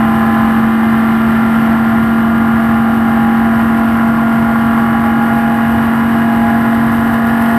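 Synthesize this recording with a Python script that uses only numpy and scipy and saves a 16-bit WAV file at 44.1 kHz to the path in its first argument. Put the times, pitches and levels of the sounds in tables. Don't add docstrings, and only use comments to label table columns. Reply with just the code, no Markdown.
import sys
import numpy as np
from scipy import signal
from scipy.fft import rfft, irfft, next_fast_len
from scipy.io import wavfile
from scipy.ndimage import uniform_filter1d, minimum_filter1d

SR = 44100
rng = np.random.default_rng(int(sys.argv[2]) if len(sys.argv) > 2 else 0)


def generate_wav(sig):
    pcm = np.round(np.clip(np.atleast_2d(sig).T, -1, 1) * 32767).astype(np.int16)
    wavfile.write(sys.argv[1], SR, pcm)


N = 334278
TIME_S = np.arange(N) / SR

# (time [s], four-stroke cycle rate [Hz])
CYCLE_RATE = [(0, 44.71), (0.5, 44.85), (1, 45.02), (1.6, 45.21), (2.4, 45.37), (3.2, 45.44), (4, 45.58),
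              (5, 45.69), (6, 45.8), (6.7, 45.88), (7.58, 46.01)]
# (level at lowest revs [dB], level at highest revs [dB])
BOOM_LEVELS = (-11, -12.5)
# (order, relative level at lowest revs [dB], relative level at highest revs [dB])
EXHAUST_ORDERS = [(2, -40.5, -34), (3, -30.5, -30.5), (4, -36, -38), (6, -30.5, -26), (7, -29, -31),
                  (8, -29.5, -38.5), (9, -45, -37), (10, -49, -39.5), (11, -38.5, -38), (14, -50.5, -34),
                  (15, -35.5, -26.5), (16, -43, -35.5), (17, -32.5, -34), (18, -29.5, -31), (19, -51, -30),
                  (20, -38, -42), (21, -41, -36), (22, -37, -27.5), (23, -34.5, -44), (24, -43, -32),
                  (25, -36, -29.5), (26, -31.5, -42), (27, -35, -37), (28, -40.5, -44), (29, -40, -41),
                  (30, -33.5, -39.5), (31, -31, -29.5), (32, -39, -48), (33, -46, -40), (34, -38.5, -60),
                  (35, -41, -41), (36, -38, -33), (37, -39, -32.5), (38, -42.5, -44), (39, -35, -53),
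                  (40, -45, -54), (41, -47.5, -34), (43, -42, -56), (44, -57, -42), (45, -51, -46.5),
                  (46, -40.5, -46)]
# (centre [s], order, half-height width [s], rise [dB])
ORDER_HOWLS = [(.25, 15, 0.57, 8.5), (.25, 18, 0.67, 7.5), (.27, 23, 0.68, 11.5), (.3, 38, 0.49, 14.5),
               (.4, 28, 0.67, 11.5), (.9, 40, 0.87, 12), (3.3, 18, 0.22, 7), (3.9, 25, 1.9, 6.5),
               (5.35, 18, 0.78, 9), (6.45, 15, 0.51, 4.5), (6.5, 18, .35, 8), (7.25, 18, .4, 3.5),
               (7.3, 38, 0.52, 14)]
# (frequency [Hz], level per order [dB])
RASP_SPECTRUM = [(2130, -48), (2200, -55), (2470, -56.5), (2680, -58.5), (2900, -55.5), (3200, -61.5),
                 (3350, -69), (3550, -62), (4150, -74), (4500, -71), (5000, -72), (6000, -87)]
# (order, level [dB])
WHINE_ORDERS = [(54, -53), (63, -53), (64, -53), (71, -59)]
GAS_PUFFS = [(.14, 0.76), (.35, 1.7), (.55, 0.68), (.75, 1.4), (.94, 1.03)]
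# (time [s], roar [dB], rattle [dB], hiss [dB])
GAS_LEVELS = [(0.0, -17, -36.5, -41), (0.33, -17.5, -35.5, -41), (0.71, -20, -36.5, -42),
              (1.57, -17.5, -35.5, -41.5), (2.3, -18.5, -38, -43), (7.16, -18, -37, -40.5),
              (7.5, -17.5, -35.5, -38)]
# (centre [s], rise [dB])
GAS_FLURRIES = [(3.78, 2.5), (5.72, 2), (5.83, 2)]
# (frequency [Hz], relative density [dB])
ROAR_SPECTRUM = [(450, -36), (570, -9), (620, -7), (685, 2.5), (745, -6), (820, 3.5), (935, -9),
                 (1030, 1.5), (1180, -6), (1400, -2), (1520, -6.5), (1750, -5.5), (2000, -9), (2300, -19),
                 (3200, -48)]
RATTLE_SPECTRUM = [(1700, -17), (2300, -1), (2670, 0.5), (2900, 4.5), (3400, -5.5), (3800, -8),
                   (4150, -13.5), (4500, -13), (4950, -17), (5800, -25), (6700, -31), (9000, -40)]
HISS_SPECTRUM = [(5500, -11.5), (6800, -19), (7500, -11.5), (8400, -2.5), (9000, -10), (9650, -14.5),
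                 (10600, -1), (11200, -1.5), (11900, 3), (12700, -2.5), (13700, -1), (14700, -11),
                 (15100, -16), (15500, -36)]
RUMBLE_SPECTRUM = [(20, -23), (33, -19), (48, -9.5), (68, 1), (130, 3), (190, -1), (280, 1.5), (350, -6),
                   (430, -14), (480, -7.5), (540, -19.5), (800, -47.5)]
# (time [s], peak [dB])
LOOSE_TICKS = [(3.7958, -25), (3.9719, -24), (6.7481, -23), (6.9232, -24), (7.01, -23), (7.0753, -26),
               (7.1402, -18.5), (7.2709, -23), (7.424, -21)]


def undb(db):
    return 10 ** (np.asarray(db) / 20)


def curves(table):
    times_s, *columns = np.transpose(table)
    return [np.interp(TIME_S, times_s, column) for column in columns]


def db_at(hz, spectrum):
    points_hz, db = np.transpose(spectrum)
    return np.interp(np.log(np.maximum(hz, 1)), np.log(points_hz), db)


def colour(x, spectrum):
    size = next_fast_len(N)
    hz = np.arange(size // 2 + 1) * SR / size
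    shaped = irfft(rfft(x, size) * undb(db_at(hz, spectrum)), size)[:N]
    return shaped / np.sqrt(np.mean(shaped ** 2))


def walk(rate_hz):
    hop = int(SR / rate_hz)
    steps = rng.standard_normal(N // hop + 2)
    ramps = np.interp(np.arange(N) / hop, np.arange(len(steps)), steps)
    return np.sqrt(2) * uniform_filter1d(ramps, hop)


def swell(centre_s, width_s):
    return .5 ** np.minimum((2 * (TIME_S - centre_s) / width_s) ** 2, 20)


def tone(cycles, order):
    phase = (order * cycles + rng.random()) % 1
    return np.sqrt(2) * np.sin(2 * np.pi * phase)


def revs():
    hz, = curves(CYCLE_RATE)
    return (hz - hz.min()) / np.ptp(hz)


def crank(wobble=0.000385, shake=0.00043):
    hz, = curves(CYCLE_RATE)
    return np.cumsum(hz * (1 + wobble * walk(7) + shake * walk(40))) / SR


def cabin_boom(cycles, order=5, flutter_db=0.02, drift_db=0.44):
    low_db, high_db = BOOM_LEVELS
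    db = low_db + (high_db - low_db) * revs() ** 2
    return tone(cycles, order) * undb(db + flutter_db * walk(11) + drift_db * walk(1.74))


def exhaust_note(cycles, trim_db=-0.51, wander_db=2.5, full_wander_hz=1000, sway_cycles=.0001):
    out = np.zeros(N)
    effort = revs() ** 2
    start_hz = CYCLE_RATE[0][1]
    for order, low_db, high_db in EXHAUST_ORDERS:
        howl_db = sum(rise_db * swell(centre_s, width_s)
                      for centre_s, howl_order, width_s, rise_db in ORDER_HOWLS if howl_order == order)
        depth_db = wander_db * min(order * start_hz / full_wander_hz, 1) * undb(-howl_db)
        db = low_db + (high_db - low_db) * effort + howl_db + depth_db * walk(2.51)
        out += tone(cycles + sway_cycles * walk(12), order) * undb(db + trim_db)
    return out


def rasp(cycles, cycle_samples=4096, shapes=8):
    orders = np.arange(EXHAUST_ORDERS[-1][0] + 1, 128)
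    mean_hz = cycles[-1] / TIME_S[-1]
    gains = undb(db_at(orders * mean_hz, RASP_SPECTRUM))
    position = cycles % 1 * cycle_samples
    morph = TIME_S / TIME_S[-1] * (shapes - 1)
    out = np.zeros(N)
    for k in range(shapes):
        lines = np.zeros(cycle_samples // 2 + 1, complex)
        lines[orders] = gains * (rng.standard_normal(len(orders)) + 1j * rng.standard_normal(len(orders)))
        shape = irfft(lines) * cycle_samples / 2
        crossfade = np.sqrt(np.maximum(1 - abs(morph - k), 0))
        out += crossfade * np.interp(position, np.arange(cycle_samples), shape)
    rattle_db = curves(GAS_LEVELS)[1]
    return out * undb(rattle_db - rattle_db.mean())


def whine(cycles, wander_db=3):
    return sum(tone(cycles, order) * undb(db + wander_db * walk(1.48)) for order, db in WHINE_ORDERS)


def puffs(cycles, width_cycles=0.042, scatter_db=2):
    flow = np.zeros(N)
    for position, strength in GAS_PUFFS:
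        offset_cycles = (cycles - position + .5) % 1 - .5
        flow += strength * np.exp(-.5 * (offset_cycles / width_cycles) ** 2)
    return flow * undb(scatter_db * walk(200))


def gas_noise(cycles, roar_trim_db=-4.0, rattle_trim_db=-2.5,
              surge_db=0.73, grit_db=0.7, shiver_db=0.63, flurry_s=0.035):
    flow = puffs(cycles)

    def turbulence(depth):
        return rng.standard_normal(N) * (1 + depth * flow)

    roar = colour(turbulence(depth=0.75), ROAR_SPECTRUM) * undb(surge_db * walk(16))
    flurry_db = sum(rise_db * swell(centre_s, flurry_s) for centre_s, rise_db in GAS_FLURRIES)
    grit = undb(grit_db * walk(700) + shiver_db * walk(22) + flurry_db)
    rattle = colour(turbulence(depth=0.5) * grit, RATTLE_SPECTRUM)
    hiss = colour(turbulence(depth=0.43) * grit, HISS_SPECTRUM)
    roar_db, rattle_db, hiss_db = curves(GAS_LEVELS)
    return (roar * undb(roar_db + roar_trim_db)
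            + rattle * undb(rattle_db + rattle_trim_db)
            + hiss * undb(hiss_db))


def rumble(level_db=-23.0, buffet_db=.5):
    return colour(rng.standard_normal(N), RUMBLE_SPECTRUM) * undb(level_db + buffet_db * walk(11))


def ticks(decay_s=.0011, length_s=.01):
    out = np.zeros(N)
    age_s = np.arange(int(length_s * SR)) / SR
    bright_noise = colour(rng.standard_normal(N), HISS_SPECTRUM)
    for time_s, peak_db in LOOSE_TICKS:
        start = int(time_s * SR)
        span = slice(start, start + len(age_s))
        tick = bright_noise[span] * np.exp(-age_s / decay_s)
        out[span] += tick / abs(tick).max() * undb(peak_db)
    return out


def scene(side_db=-39, wall_lag_s=.0055):
    cycles = crank()
    engine = cabin_boom(cycles) + exhaust_note(cycles) + rasp(cycles) + whine(cycles) + gas_noise(cycles)
    mid = engine + rumble() + ticks()
    midrange = colour(engine, [(120, -22), (230, -10), (350, 2.5), (750, 5),
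                               (1300, 2), (2200, -6.5), (3000, -32)])
    side = undb(side_db) * np.roll(midrange, int(wall_lag_s * SR))
    return np.array([mid + side, mid - side])


def record(dry, ceiling=.95, window_samples=265, cutoff_hz=15300):
    allowed = ceiling / np.maximum(abs(dry).max(axis=0), ceiling)
    gain = uniform_filter1d(minimum_filter1d(allowed, window_samples), window_samples)
    lowpass = signal.ellip(8, .1, 80, cutoff_hz, fs=SR, output="sos")
    return signal.sosfilt(lowpass, dry * gain)


dry = scene()
out = record(dry)
generate_wav(out)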